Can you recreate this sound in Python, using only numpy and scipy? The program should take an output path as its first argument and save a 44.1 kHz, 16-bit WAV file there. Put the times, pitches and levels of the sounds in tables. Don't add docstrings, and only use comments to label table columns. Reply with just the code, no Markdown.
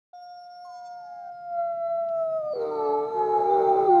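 import sys
import numpy as np
from scipy import signal
from scipy.fft import rfft, irfft
from scipy.io import wavfile

SR = 44100
rng = np.random.default_rng(int(sys.argv[2]) if len(sys.argv) > 2 else 0)


def file_out(sig):
    cols = np.atleast_2d(sig).T
    lim = np.clip(cols, -1, 1)
    pcm = np.round(lim * 32767).astype(np.int16)
    wavfile.write(sys.argv[1], SR, pcm)


N = 176400
T = np.arange(N) / SR
MOUTH_SHIFT_S, BREAK_S, BREAK_FADE_S = 2.1, 2.535, 0.0067


def amp(db):
    return 10 ** (np.asarray(db) / 20)


def unit(x):
    return x / np.sqrt(np.mean(x ** 2) + 1e-20)


def curves(rows):
    times, *columns = np.transpose(rows)
    return [np.interp(T, times, column) for column in columns]


def read(points, hz):
    f, level = np.transpose(points)
    return np.interp(np.log(hz + 1), np.log(f), level)


def gate(start, end, fade=0.0085):
    return np.sin(np.pi / 2 * np.clip(np.minimum(T - start, end - T) / fade + .5, 0, 1)) ** 2


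def during(rows):
    return gate(rows[0][0] - .006, rows[-1][0] + 0.017)


def noise(points):
    gain = amp(read(points, np.fft.rfftfreq(N, 1 / SR)))
    return unit(irfft(rfft(rng.standard_normal(N)) * gain, N))


def wander(hz):
    rolloff = 1 + (np.fft.rfftfreq(N, 1 / SR) / hz) ** 4
    return unit(irfft(rfft(rng.standard_normal(N)) / rolloff, N))


def phase(hz, jitter):
    return 2 * np.pi * np.cumsum(hz * (1 + jitter * wander(45))) / SR


def partial(angle, db, flutter_db=3.5, flutter_hz=14):
    return amp(db + flutter_db * wander(flutter_hz)) * np.cos(angle + 2 * np.pi * rng.random())


def airy(angle, width_hz):
    return wander(width_hz) * np.cos(angle) + wander(width_hz) * np.sin(angle)


def background():
    # f/Hz, relative level/dB
    hiss_shape = [(1100,2.5),(2800,-6),(4200,-1),(8000,-12.5),(15000,-22.5)]
    rumble_shape = [(55,-30),(85,-8.5),(130,4.5),(230,1.5),(480,-13.5),(1000,-15),(2500,-28),(15000,-45.5)]
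    # t/s, level/dB
    swell = [(.13,-83.5),(1.6,-63),(2.4,-56.5),(4,-49)]
    rumble = noise(rumble_shape) * amp(curves(swell)[0] + 0.78 * wander(11))
    tone = amp(-86) * airy(2 * np.pi * 413 * T, width_hz=3) * np.clip(T / 1.1, 0, 1)
    return amp(-77.5) * noise(hiss_shape) + rumble + tone * gate(0, BREAK_S)


def clear_howl():
    # t/s, f/Hz, level/dB
    note = [(.15,713,-43),(.42,709.4,-43.5),(.78,713.6,-40.5),(1.42,701.8,-39),(1.51,695.7,-35),(1.6,685.4,-25),(1.77,676,-30),(1.86,672.7,-27),(2.02,671.7,-26),(2.09,667.8,-29.5),(2.21,657.2,-24),(2.27,645.6,-28.5),(2.38,640,-26),(2.43,613,-31.5),(2.52,604.6,-28)]
    soft = [-22,-49,-55,-35.5]
    full = [-19,-40.5,-61.5,-64,-50.5]
    late = [-16.5,-49.5,-54,-66,-59,-66.5,-55,-67.5,-58,-67.5,-71.5,-79,-67.5,-68,-64]
    hz, db = curves(note)
    angle = phase(hz, jitter=.0009)
    swelled, shifted = np.interp(T, [0.33, 0.64], [0, 1]), gate(MOUTH_SHIFT_S, np.inf)
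    blend = [(1 - swelled, soft), (swelled - shifted, full), (shifted, late)]
    breath = amp(db - 36.5) * airy(angle, width_hz=90)
    voice = partial(angle, db, flutter_db=0.62, flutter_hz=30) + breath
    for i in range(len(late)):
        strength = sum(share * amp(levels[i]) for share, levels in blend if i < len(levels))
        voice += strength * partial((i + 2) * angle, db, flutter_db=4 if i > 1 else 1.3, flutter_hz=10)
    return np.sqrt(2) * voice * gate(0, BREAK_S, BREAK_FADE_S)


def whine():
    # t/s, f/Hz, level/dB
    whistles = [
        [(.15,5560,-64),(.25,5535,-59.5),(.35,5495,-63),(.5,5460,-61),(.67,5450,-61),(.75,5377,-59.5),(.85,5420,-60.5),(1.07,5376,-71),(1.28,5260,-71)],
        [(1.325,5170,-73.5),(1.4,5050,-70),(1.6,5240,-87.5)],
        [(2.46,4800,-79.5),(2.555,4520,-53.5),(2.62,4110,-66)],
    ]
    squeal = [(.655,1064,-50.5),(.79,976,-60),(.97,936,-61),(1.06,848,-55.5),(1.2,816,-52.5),(1.285,766,-48)]
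    hz, db = curves(squeal)
    squeal_angle, on = phase(hz, jitter=0.0042), during(squeal)
    octave_gain = amp(-16.5) / (1 + (2 * hz / 1680) ** 20)
    voice = on * amp(db) * (np.cos(squeal_angle) + octave_gain * np.cos(2 * squeal_angle))
    shake = np.exp(0.82 * on * amp(3.2 * wander(12)) * (np.cos(squeal_angle) - .5))
    for rows in whistles:
        hz, db = curves(rows)
        angle = phase(hz, jitter=0.0035) + .05 * on * np.sin(squeal_angle)
        tone = partial(angle, db, flutter_db=2.5, flutter_hz=15)
        octave = partial(2 * angle, 2 * db + 36) * gate(0, MOUTH_SHIFT_S)
        breath = amp(db - 20) * airy(angle, width_hz=417)
        voice += during(rows) * shake * (tone + octave + breath)
    return np.sqrt(2) * voice


def trees(x):
    t = T[:SR]
    tail = rng.standard_normal(SR) * (rng.random(SR) < 1500 / SR)
    tail *= (t > .015) * amp(-60 * t)
    return signal.fftconvolve(x, tail / np.linalg.norm(tail))[:N]


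def tick(start_s=2.087, decay_s=0.0062):
    age = np.maximum(T - start_s, 0)
    burst = rng.standard_normal(N) * (age > 0) * np.exp(-age / decay_s)
    band = signal.butter(2, [2600, 4700], "bandpass", fs=SR, output="sos")
    return amp(-50.5) * signal.sosfilt(band, burst)


def second_wolf():
    # t/s, f/Hz, level/dB
    lead_in = [(2.38,661,-55),(2.46,720,-44),(2.6,763,-55)]
    answer = [(2.718,910,-42),(2.791,877.5,-33.5),(2.921,853,-29),(3.12,872.6,-37.5),(3.191,850,-24.5),(3.332,838.3,-25),(3.5,809,-25.5),(3.7,791.2,-23.5),(4,779.7,-20)]
    # f/Hz, relative level/dB
    octave = [(1570,-42),(1690,-32.5),(1800,-44)]
    voice = np.zeros(N)
    for rows in (lead_in, answer):
        hz, db = curves(rows)
        angle = phase(hz, jitter=0.0012)
        voice += during(rows) * amp(db) * (np.cos(angle) + amp(read(octave, 2 * hz)) * np.cos(2 * angle))
    return np.sqrt(2) * voice


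def hoarse_howl():
    # t/s, f/Hz, level/dB
    note = [(2.55,498.6,-33.5),(2.61,463.3,-27.5),(2.72,456.4,-31.5),(2.87,435.8,-25.5),(3.02,441.2,-28.5),(3.13,455,-32.5),(3.25,440,-27),(3.44,441.9,-28),(3.53,477,-30),(3.62,455,-25),(3.74,449,-30.5),(3.865,425,-26.5),(3.9,363.7,-19),(4,346.3,-23)]
    split_note = [(2.56,400.9,-40),(2.64,383.9,-37.5),(3.11,369,-66.5),(3.17,373.3,-35),(3.44,368,-34),(3.53,388.4,-25.5),(3.73,377.7,-25.5),(3.82,384.4,-24.5),(3.885,369.3,-33.5)]
    # f/Hz, level/dB
    throat = [(280,-42),(720,-35.5),(1000,-46.5),(1350,-45),(1700,-70.5),(2200,-61),(2900,-90.5),(3900,-66.5),(4900,-82)]
    # multiple of a third of the pitch, relative level/dB
    thirds = [(2,-14),(4,-11),(5,-15.5),(7,-29),(8,-15)]
    # t/s, level/dB
    thirds_db = [(2.54,-53.5),(2.64,-32.5),(2.86,-27.5),(3.05,-30.5),(3.14,-45.5)]
    full_voice_db, build_s = -20.5, 0.098
    hz, db = curves(note)
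    split_hz, split_db = curves(split_note)
    angle, split_angle = phase(hz, jitter=.0035), phase(split_hz, jitter=.0035)
    beat_angle = angle - split_angle
    build = np.clip((T - BREAK_S) / build_s, 0, 1)
    voice = partial(angle, db, flutter_db=0.57, flutter_hz=45)
    for k in range(2, 15):
        voice += build * partial(k * angle, read(throat, k * hz) + 0.49 * (db - full_voice_db))
    for k, level in thirds:
        voice += partial(k * angle / 3, level + curves(thirds_db)[0], flutter_db=1.5) * during(thirds_db)
    voice += partial(1.5 * angle, db=-50) * gate(2.6, 4.1)
    split = amp(split_db) * np.cos(split_angle)
    for k in range(1, 7):
        for j in range(-2, 4):
            if j and (k, j) != (1, -1):
                level = read(throat, abs(k * hz + j * (hz - split_hz))) - 2.5 - abs(j)
                split += partial(k * angle + j * beat_angle, level + 0.67 * (split_db - full_voice_db))
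    tones = np.sqrt(2) * (voice + split * during(split_note))
    return (tones + build * rasp(beat_angle) + head_rings()) * gate(BREAK_S, np.inf, BREAK_FADE_S)


def rasp(beat_angle):
    # f/Hz, relative level/dB
    shape = [(200,-8),(430,18),(950,2),(1300,9.5),(1750,-20.5),(2150,-8),(2900,-27),(6400,-25),(8200,-34.5),(9600,-29),(15000,-55)]
    # t/s, level/dB
    strength = [(2.6,-45.5),(3,-50.5),(3.45,-42.5),(3.55,-43.5),(3.85,-42),(3.93,-45.5)]
    pulse = unit(1 + .5 * np.cos(beat_angle))
    return noise(shape) * pulse * amp(curves(strength)[0] + wander(13))


def head_rings():
    # start/s, end/s, f/Hz, width/Hz, level/dB
    rings = [(2.6,3.97,4000,130,-64),(1.4,2.93,4450,190,-65.5),(3.5,3.92,3620,45,-66.5),(3.08,4.4,6370,90,-76.5)]
    return sum(gate(start, end, fade=0.087) * amp(db + 2 * wander(12)) * airy(2 * np.pi * hz * T, width)
               for start, end, hz, width, db in rings)


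def scene():
    near, thin, far = clear_howl() + hoarse_howl(), whine(), second_wolf()
    echoes = trees(amp(-17) * near + amp(-13.5) * thin + amp(-5) * far)
    return (background() + near + thin + far + echoes + tick())[None]


def record(dry):
    start_s, open_s, close_s, top_hz = 0.1308, 0.00383, .003, 15500
    opening = np.clip((T - start_s) / open_s, 0, 1)
    closing = gate(-1, T[-1] - close_s / 2, close_s)
    lowpass = signal.firwin(511, top_hz, window=("kaiser", 9), fs=SR)
    return signal.oaconvolve(dry * opening * closing, lowpass[None], "same")


dry = scene()
out = record(dry)
file_out(out)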